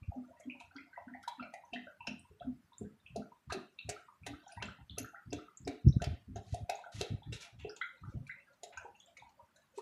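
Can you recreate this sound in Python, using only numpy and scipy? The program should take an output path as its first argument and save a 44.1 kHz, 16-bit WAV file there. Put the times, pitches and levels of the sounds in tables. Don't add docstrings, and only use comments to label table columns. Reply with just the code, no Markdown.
import sys
import numpy as np
from scipy import signal
from scipy.fft import rfft, irfft
from scipy.io import wavfile
from scipy.ndimage import uniform_filter1d

SR = 44100
rng = np.random.default_rng(int(sys.argv[2]) if len(sys.argv) > 2 else 0)


def to_linear_factor(level_db):
    exponent = np.asarray(level_db, float) / 20
    return 10 ** exponent


def wrap_up_sound(samples):
    columns = np.atleast_2d(samples).T
    tamed = np.clip(columns, -1, 1)
    steps = np.round(tamed * 32767).astype(np.int16)
    wavfile.write(sys.argv[1], SR, steps)


N = 432621

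# pitch_hz, relative_level_db
AIR_SPECTRUM = [(30, -50), (60, -8), (95, -7), (200, -4.5), (450, -17.5), (1400, -13), (4000, -24.5),
                (15500, -34.5)]
AIR_DB = -64.5
# time_s, level_db
HUM_LEVEL = [(0.1, -68), (1.2, -68.5), (1.33, -80), (2.1, -65), (3.3, -73.5), (3.6, -89.5)]
HUM_HZ = 90.2
# time_s, level_db
FIZZ = [(0.0, -56.5), (1.6, -61), (2.76, -78), (4.37, -66.5), (4.45, -50), (5.73, -95), (5.92, -51),
        (6.3, -74), (6.77, -58), (7.45, -60), (7.72, -58.5), (9.8, -63.5)]
# time_s, level_db
TRICKLES = [
    [(4.4, -93), (4.5, -59), (4.62, -84)],
    [(6.43, -66.5), (6.55, -53), (6.62, -74)],
    [(6.92, -52.5), (7.008, -46.5), (7.14, -74)],
    [(7.34, -51), (7.39, -57), (7.425, -45), (7.468, -54), (7.54, -103.5)],
    [(8.02, -84), (8.1, -63.5), (8.25, -84.5)],
    [(9.7, -81.5), (9.775, -58.5), (9.81, -62)],
]
# pitch_hz, relative_level_db
SPRAY_SPECTRUM = [(600, -14), (1000, 2.5), (1600, -0.5), (3500, -1), (6000, -5), (11000, -12.5),
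                  (12200, -24), (15500, -28.5)]
# start_s, level_db, length_s
THUMPS = [(0.019, -41, 0.01), (0.081, -40, 0.021), (2.295, -55, 0.029), (2.414, -55, 0.15),
          (2.796, -49.5, 0.056), (3.1, -54.5, 0.1), (3.471, -51, 0.065), (3.846, -48, 0.07),
          (4.203, -53.5, 0.15), (4.561, -50.5, 0.16), (4.787, -54, 0.047), (4.897, -51, 0.16),
          (5.259, -49, 0.13), (5.6, -49.5, 0.1), (5.847, -31.5, 0.02), (5.865, -11.5, 0.013),
          (5.888, -18.5, 0.014), (5.96, -19.5, 0.012), (6.008, -31, 0.014), (6.07, -23, 0.011),
          (6.089, -39.5, 0.056), (6.275, -47, 0.12), (6.393, -57, 0.12), (6.527, -23.5, 0.0084),
          (6.606, -45, 0.037), (6.944, -45, 0.082), (7.106, -33.5, 0.023), (7.135, -28, 0.013),
          (7.263, -43.5, 0.095), (7.528, -54, 0.037), (7.579, -52.5, 0.089), (8.013, -49, 0.053),
          (8.075, -42.5, 0.025), (8.142, -36, 0.022), (8.718, -66, 0.2), (9.2, -61, 0.076),
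          (9.411, -62, 0.03)]
# pitch_hz, relative_level_db
THUMP_ROUGHNESS = [(30, -42), (70, 4), (130, -3), (250, -11.5), (600, -37)]
# time_s, pitch_hz
WALL_PITCH = [(0, 98), (2.1, 153), (2.31, 74.4), (2.45, 146), (3.3, 111), (5.6, 108.7), (5.9, 128.4),
              (6.1, 107.3), (8.2, 107.7), (8.5, 83.5), (9.8, 75.7)]
WALL_SCATTER = 0.11
# start_s, level_db, pitch_hz
GULPS = [(0.167, -51.5, 246.7), (0.462, -49.5, 265.3), (0.762, -55.5, 269.3), (1.077, -51, 247),
         (1.389, -48.5, 236.3), (1.734, -46.5, 241.5), (2.087, -45.5, 231), (2.454, -44, 239.4),
         (2.816, -45, 202.7), (3.178, -46.5, 218.4), (3.549, -47.5, 208), (4.284, -46.5, 292),
         (4.628, -50.5, 202), (4.986, -48, 310.7), (5.323, -49, 299.5), (5.671, -48.5, 296),
         (6.29, -50, 195), (8.174, -43, 124.5)]
GULP_HOLD_S, GULP_T60_S = 0.035, 0.19
# start_s, level_db, lowest_ring_db, highest_ring_db
LANDINGS = [(0.975, -53.5, -45, -2.5), (1.423, -46.5, -45, 6), (1.732, -43.5, -14.5, 16.5),
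            (2.072, -47, -5.5, 24), (2.407, -45, -25, -9.5), (2.81, -59, 15.5, -8.5),
            (3.157, -38, -3.5, -15), (3.52, -38, -6, 10), (3.887, -40.5, -0.5, -11),
            (4.263, -44.5, -7.5, 8.5), (4.621, -44.5, -7.5, -8), (4.976, -47, 1.5, 0.5),
            (5.324, -42.5, 5, 6.5), (5.671, -40, 5, -10), (6.016, -35, -8.5, -12), (6.357, -43, -5.5, -22),
            (6.539, -37.5, -15, -12), (6.693, -29, -23, -2), (7.008, -38.5, 3.5, 5.5),
            (7.323, -65, 14, 21.5), (7.646, -45.5, 9.5, 8.5), (8.631, -45, -9.5, -45.5)]
# pitch_hz, relative_level_db
PAIL_RINGS = [(420, 0), (695, -1), (2700, -13.5)]
RING_SCATTER = 0.021
# start_s, level_db, pitch_hz
POPS = [(0.03, -56.5, 2500), (0.118, -46, 776), (0.143, -51.5, 620), (0.305, -58.5, 645),
        (0.398, -52.5, 628), (0.498, -41.5, 2527), (0.6, -48.5, 2604), (0.607, -51.5, 964),
        (0.71, -54.5, 1420), (0.757, -46, 1424), (0.783, -45.5, 2194), (0.93, -50.5, 1590),
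        (0.961, -48.5, 2005), (0.975, -38, 975), (1.08, -50, 1560), (1.137, -46, 1940), (1.147, -48, 778),
        (1.237, -45.5, 1445), (1.276, -32.5, 948), (1.396, -37, 1330), (1.427, -47.5, 2420),
        (1.537, -41.5, 747), (1.538, -47, 2050), (1.636, -48.5, 947), (1.747, -55.5, 3880),
        (1.759, -40.5, 1920), (1.868, -52, 632), (1.87, -46.5, 1505), (2.006, -50, 2700),
        (2.005, -44.5, 1005), (2.194, -53, 8630), (2.25, -59.5, 995), (3.063, -64, 3260),
        (2.419, -51.5, 1383), (2.72, -53.5, 1016), (2.31, -54.5, 422), (2.782, -50, 7420),
        (2.85, -57.5, 1720), (3.062, -49.5, 2640), (3.22, -54.5, 1423), (3.319, -49, 1036),
        (3.5, -32, 1177), (3.506, -39.5, 1693), (3.546, -40, 359), (3.586, -44, 1160), (3.788, -46.5, 3900),
        (3.788, -43.5, 2650), (3.922, -51.5, 2310), (3.964, -46, 1383), (4.085, -44.5, 1136),
        (4.234, -54.5, 2530), (4.335, -47.5, 1284), (4.465, -50.5, 776), (4.523, -50, 9840),
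        (4.574, -44.5, 913), (4.601, -50.5, 2220), (4.616, -44.5, 1235), (4.684, -44.5, 1354),
        (4.785, -56, 855), (4.896, -46.5, 3560), (4.973, -45.5, 1318), (5.044, -41.5, 1420),
        (5.134, -54.5, 790), (5.145, -42, 1435), (5.305, -56, 5050), (5.65, -55.5, 5200),
        (5.388, -45, 1290), (5.481, -46, 1209), (5.572, -48.5, 7460), (5.885, -47, 5580),
        (5.926, -55.5, 3930), (6.0, -47, 1480), (6.714, -58, 596), (6.753, -54.5, 6800), (6.788, -45, 960),
        (6.839, -47, 1460), (6.861, -43.5, 746), (7.22, -55.5, 850), (7.231, -57, 3490), (7.33, -46, 3840),
        (7.428, -51.5, 2444), (7.694, -47, 5120), (7.696, -48, 1460), (7.812, -32.5, 1453),
        (7.813, -44, 3340), (7.814, -33.5, 2080), (8.035, -44, 1230), (8.17, -64.5, 690),
        (8.267, -53, 2450), (8.293, -43, 1560), (8.297, -38.5, 2110), (8.633, -47, 7080),
        (8.772, -40, 1506), (8.773, -47.5, 2560), (8.774, -45.5, 997), (8.774, -51, 6910),
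        (8.846, -49, 462), (8.852, -44.5, 894), (9.002, -55.5, 3425), (9.168, -49, 2244),
        (9.197, -61.5, 3700), (9.222, -46.5, 915), (9.394, -50, 1024), (9.775, -41, 422),
        (9.777, -54, 7970), (9.784, -37, 1033), (0.408, -60, 2164), (0.763, -53, 4710),
        (1.277, -51.5, 3910), (1.398, -52, 2700), (1.426, -58, 4320), (2.07, -41.5, 5500),
        (0.548, -54, 880), (2.399, -59.5, 3384), (4.52, -56, 4980), (4.655, -55.5, 7540),
        (4.49, -52.5, 1497), (6.021, -57, 10500), (6.358, -54, 6630), (7.326, -45, 2803),
        (7.763, -55, 7130), (8.312, -64, 3950), (2.732, -62.5, 3730), (9.0, -61, 6820), (9.06, -62.5, 7500),
        (4.983, -33.5, 11070), (4.983, -38.5, 6240), (8.4, -61, 2700), (8.95, -59.5, 2780),
        (8.775, -60, 5240), (8.634, -62, 4090), (4.515, -56, 2570), (0.976, -51, 643), (2.05, -51.5, 870),
        (4.405, -60, 1516), (1.735, -42.5, 3050), (3.0, -69.5, 3710)]
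LINGER_DB, LINGER_TIMES = -15.5, 4.16
# start_s, level_db, t60_s, treble_db
SPLASHES = [(0.597, -53.5, 0.13, -3), (0.764, -48, 0.027, -24), (1.229, -54.5, 0.035, 3),
            (1.538, -55.5, 0.027, 9), (1.734, -43, 0.046, -12), (1.277, -39, 0.034, 2),
            (2.0694, -40, 0.036, -4), (3.1607, -46.5, 0.035, 5), (3.498, -46, 0.1, -13),
            (7.589, -48.5, 0.32, -17), (8.529, -58.5, 0.04, -4), (3.523, -35.5, 0.036, 4),
            (3.891, -35, 0.033, 10), (4.2631, -35.5, 0.046, -1), (4.6234, -31, 0.031, -18.5),
            (4.9817, -37.5, 0.043, 5.5), (5.33, -32, 0.0089, 2.5), (5.676, -32.5, 0.016, -1.5),
            (6.0191, -32, 0.019, -5), (6.0419, -34, 0.014, 1.5), (6.3589, -43.5, 0.06, -10.5),
            (6.5439, -51.5, 0.0093, 18.5), (6.6971, -31.5, 0.014, 5.5), (7.013, -30.5, 0.0053, 6),
            (7.3236, -42.5, 0.096, 2.5), (7.763, -48, 0.062, -0.5), (8.268, -54, 0.04, 4),
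            (8.633, -51, 0.036, 13.5), (8.725, -43.5, 0.094, -46), (9.17, -53, 0.037, 0),
            (9.561, -57, 0.028, 0.5), (9.29, -64, 0.048, -2.5), (9.612, -58, 0.089, -19),
            (0.398, -61, 0.03, 11), (9.776, -53.5, 0.089, 6)]
# pitch_hz, relative_level_db
SPRAY_WIDTH = [(2500, -50), (4500, -12), (12000, -8)]
# pitch_hz, width_hz, gain_db
PAIL_AND_MESH = [(1123, 90, -22.5), (609, 43, 5), (2700, 58, 4.5), (6420, 2140, 5.5), (3880, 580, 5),
                 (8800, 260, -4)]
# pitch_hz, t60_s
YARD_DECAY = [(200, 0.29), (1400, 0.32), (2500, 0.39), (4500, 0.12), (9700, 0.093)]
YARD_DB = -6.5


def rms_one(x):
    return x / np.sqrt(np.mean(x ** 2) + 1e-20)


def in_time(rows):
    time_s, value = np.transpose(rows)
    return np.interp(np.arange(N) / SR, time_s, value)


def at_hz(points, hz):
    pitch_hz, value = np.transpose(points)
    return np.interp(np.log(hz + 1), np.log(pitch_hz), value)


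def colour(x, spectrum):
    hz = np.fft.rfftfreq(len(x), 1 / SR)
    return irfft(rfft(x) * to_linear_factor(at_hz(spectrum, hz)), len(x))


def drift(rate_hz):
    r = np.exp(-40 * np.pi * rate_hz / SR)
    noise = rng.standard_normal(N // 20 + 2002)
    slow = signal.lfilter([1], [1, -2 * r, r * r], noise)[2000:]
    return np.interp(np.arange(N) / 20, np.arange(len(slow)), rms_one(slow))


def add(out, start_s, sound):
    i = min(max(round(start_s * SR), 0), N - 1)
    out[i:i + len(sound)] += sound[:N - i]


def swell(t, rise_s, t60_s):
    shape = (1 - np.exp(-t / max(rise_s, 1e-4))) * to_linear_factor(-60 * t / max(t60_s, .005))
    return shape / shape.max()


def bubble(t, hz, cycles, climb):
    age = t * hz / cycles
    envelope = (np.e * age) ** 2 / 4 * np.exp(-age)
    return envelope * np.sin(2 * np.pi * hz * t * (1 + climb * np.tanh(age / 8)))


def droplets(per_s, size_db):
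    sizes = to_linear_factor(size_db * np.minimum(rng.exponential(1, N), 5)) * rng.choice([-1, 1], N)
    return rms_one(colour(sizes * (rng.random(N) < per_s / SR), SPRAY_SPECTRUM))


def still_air():
    return to_linear_factor(AIR_DB) * rms_one(colour(rng.standard_normal(N), AIR_SPECTRUM))


def hum():
    level = to_linear_factor(in_time(HUM_LEVEL) + 1.7 * drift(4.0))
    return level * np.sin(2 * np.pi * HUM_HZ * np.cumsum(1 + .012 * drift(3.0)) / SR)


def small_bubbles(per_s=420.0, level_db=-20.0, spread_db=11.0, clump_s=0.013):
    out, t = np.zeros(N), np.arange(3000) / SR
    for when, pitch, size, *kin in rng.random((int(per_s * N / SR / 3), 9)):
        db = level_db - spread_db * np.log10(size + 0.015) - 12 * abs(pitch - .45)
        for late, off in np.reshape(kin, (3, 2)):
            hz = 550 * 2 ** (3.8 * pitch ** 2 + .4 * (off - .5))
            add(out, when * N / SR + clump_s * late, to_linear_factor(db) * bubble(t, hz, 3.9, 0.039))
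    return out * to_linear_factor(in_time(FIZZ))


def spatter(level_db=-28.0, size_db=2.5, span_s=0.2, fade_db=13.5):
    out, t = np.zeros(N), np.arange(600) / SR
    for (s, slug_db, *_), drops in zip(SPLASHES, rng.random((len(SPLASHES), 90, 3))):
        for when, pitch, size in drops:
            db = slug_db + level_db - fade_db * when + size_db * np.log10(size + 0.039)
            hz = 1200 * 2 ** (2.8 * pitch * (1 - .5 * when))
            add(out, s + span_s * when ** 1.3, to_linear_factor(db) * bubble(t, hz, 1.77, 0.0091))
    return out


def trickle():
    t = np.arange(N) / SR
    level = 0
    for rows in TRICKLES:
        level = level + to_linear_factor(in_time(rows)) * (t > rows[0][0]) * (t < rows[-1][0])
    unevenness = to_linear_factor(3 * np.tanh(drift(33.0)) - 10)
    return uniform_filter1d(level, size=300) * unevenness * droplets(9000, 3.0)


def thumps(edge_s=0.0097, tail_db=-20, tail_t60_s=0.38, snap_s=0.021):
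    out, t = np.zeros(N), np.arange(12000) / SR
    rough = rms_one(colour(rng.standard_normal(N), THUMP_ROUGHNESS))
    for (s, db, length_s), off in zip(THUMPS, rng.random(len(THUMPS))):
        hz = np.interp(s, *np.transpose(WALL_PITCH)) * (1 + WALL_SCATTER * (2 * off - 1))
        rise = np.clip(t / edge_s, 0, 1)
        push = rise * np.clip((length_s + edge_s - t) / edge_s, 0, 1)
        tail = rise * to_linear_factor(tail_db - 60 * t / tail_t60_s)
        start = round(s * SR)
        wobble = min(length_s / snap_s, 1) * np.resize(rough[start:start + len(t)], len(t))
        add(out, s - edge_s / 2, to_linear_factor(db - 2.5) * (push + tail) * (np.sin(2 * np.pi * hz * t) + wobble))
    return signal.sosfilt(signal.butter(3, [40, 450], "band", fs=SR, output="sos"), out)


def gulps(rough=0.75, breathy_db=-7.0):
    out, t = np.zeros(N), np.arange(16000) / SR
    flutter = drift(39.0)
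    waver = np.cumsum(drift(17.6)) / SR
    churn = to_linear_factor(breathy_db) * np.array([drift(60.0), drift(43.0)])
    for s, db, hz in GULPS:
        phase = 2 * np.pi * hz * (t + .045 * np.interp(s + t, np.arange(N) / SR, waver))
        start = round(s * SR)
        a, b = churn[:, start:start + len(t)]
        ring = (1 + a) * np.sin(phase) + b * np.cos(phase)
        decay = to_linear_factor(-60 * np.maximum(t - GULP_HOLD_S, 0) / GULP_T60_S)
        add(out, s - .008, to_linear_factor(db - 0.5) * np.minimum(t / 0.0041, 1) * decay * ring)
    return out * (1 + rough * np.tanh(flutter))


def landings():
    rows = []
    chance = rng.standard_normal((len(LANDINGS), len(PAIL_RINGS)))
    for (s, db, low_db, top_db), scatter in zip(LANDINGS, chance):
        for (hz, ring_db), extra_db, off in zip(PAIL_RINGS, (low_db, 0, top_db), scatter):
            rows.append((s, db + ring_db + extra_db, hz * (1 + RING_SCATTER * off)))
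    return rows


def pops(rows, cycles=1.394, climb=0.074, spread=0.064, scatter_s=.006, froth_s=.04):
    out, t = np.zeros(N), np.arange(5000) / SR
    neighbour_db, froth_db, froth_octaves = -8, -10, .08
    for (s, db, hz), chance in zip(rows, rng.standard_normal((len(rows), 6, 2))):
        family = [(0.0002, 1.05, 0.932)]
        for late, size in chance[:2]:
            ratio = 1 + spread * size * (1 + (hz / 7000) ** 2)
            family.append((scatter_s * abs(late), neighbour_db, ratio))
        for late, size in chance[2:]:
            family.append((froth_s * abs(late), froth_db - 5.2 * abs(late), 2 ** (froth_octaves * size)))
        linger_cycles = LINGER_TIMES * cycles * min(hz / 1000, 9.0) ** 0.5
        ring_cycles = cycles * min(hz / 1000, 9.0) ** 0.51
        add(out, s, to_linear_factor(db + LINGER_DB) * bubble(t, hz, linger_cycles, 0))
        for late_s, rel_db, ratio in family:
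            add(out, s + late_s, to_linear_factor(db + rel_db) * bubble(t, hz * ratio, ring_cycles, climb))
    return out


def splashes(colour_db=6.5):
    out, t = np.zeros(N), np.arange(10000) / SR
    spray = droplets(5000, 3.57) * to_linear_factor(2.0 * np.tanh(drift(60.0)))
    bands_hz = np.geomspace(1000, 13000, 16)
    for (s, db, t60_s, treble_db), chance in zip(SPLASHES, rng.standard_normal((len(SPLASHES), 16))):
        envelope = to_linear_factor(db - 9.5) * swell(t, 0.0049, t60_s)
        tint_db = colour_db * np.tanh(chance) + treble_db / (1 + (5000 / bands_hz) ** 4)
        grains = np.resize(spray[round(s * SR):], len(t))
        add(out, s - .0005, envelope * colour(grains, np.transpose([bands_hz, tint_db])))
    return out


def bucket(x):
    hz = np.fft.rfftfreq(N, 1 / SR)
    gain_db = sum(db / (1 + (2 * (hz - centre) / width) ** 2) for centre, width, db in PAIL_AND_MESH)
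    return irfft(rfft(x) * to_linear_factor(gain_db), N)


def yard(x):
    t, tail = np.arange(SR // 2) / SR, 0
    edges_hz = 120 * 2.0 ** np.arange(8)
    for low, high in zip(edges_hz, edges_hz[1:]):
        octave = signal.butter(2, [low, high], "band", fs=SR, output="sos")
        band = signal.sosfilt(octave, rng.standard_normal(len(t)))
        tail = tail + band * to_linear_factor(-60 * t / at_hz(YARD_DECAY, np.sqrt(low * high)))
    tail = tail * np.minimum(t / 0.0063, 1)
    return to_linear_factor(YARD_DB) * signal.fftconvolve(x, tail / np.sqrt(np.sum(tail ** 2)))[:N]


def scene():
    spray = bucket(splashes())
    bubbles = pops(POPS) + pops(landings()) + small_bubbles() + spatter()
    oil = spray + bucket(bubbles + trickle()) + gulps()
    mid = oil + yard(oil) + thumps() + hum() + still_air()
    side = colour(np.roll(spray, 120), SPRAY_WIDTH)
    return np.array([mid + side, mid - side])


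def suppressor(x, over_db=3.5, deepest_db=-12.0, release=0.72):
    spectrum = signal.stft(x, nperseg=1024, noverlap=768)[2]
    power = uniform_filter1d(np.mean(np.abs(spectrum) ** 2, axis=0), size=3, axis=0)
    quiet = np.percentile(power, 30, axis=1, keepdims=True)
    power = signal.lfilter([1 - release], [1, -release], power, axis=1)
    kept = 1 - to_linear_factor(2 * over_db) * quiet / (power + 1e-20)
    gain = np.sqrt(np.clip(kept, to_linear_factor(2 * deepest_db), 1))
    return signal.istft(spectrum * gain, nperseg=1024, noverlap=768)[1][:, :N]


def roll_off(x):
    return signal.sosfilt(signal.butter(12, 16390, fs=SR, output="sos"), x)


def record(dry):
    low_pass = signal.cheby2(10, 50, 16200, fs=SR, output="sos")
    mix = signal.sosfilt(low_pass, suppressor(dry))
    return roll_off(mix)


dry = scene()
out = record(dry)
wrap_up_sound(out)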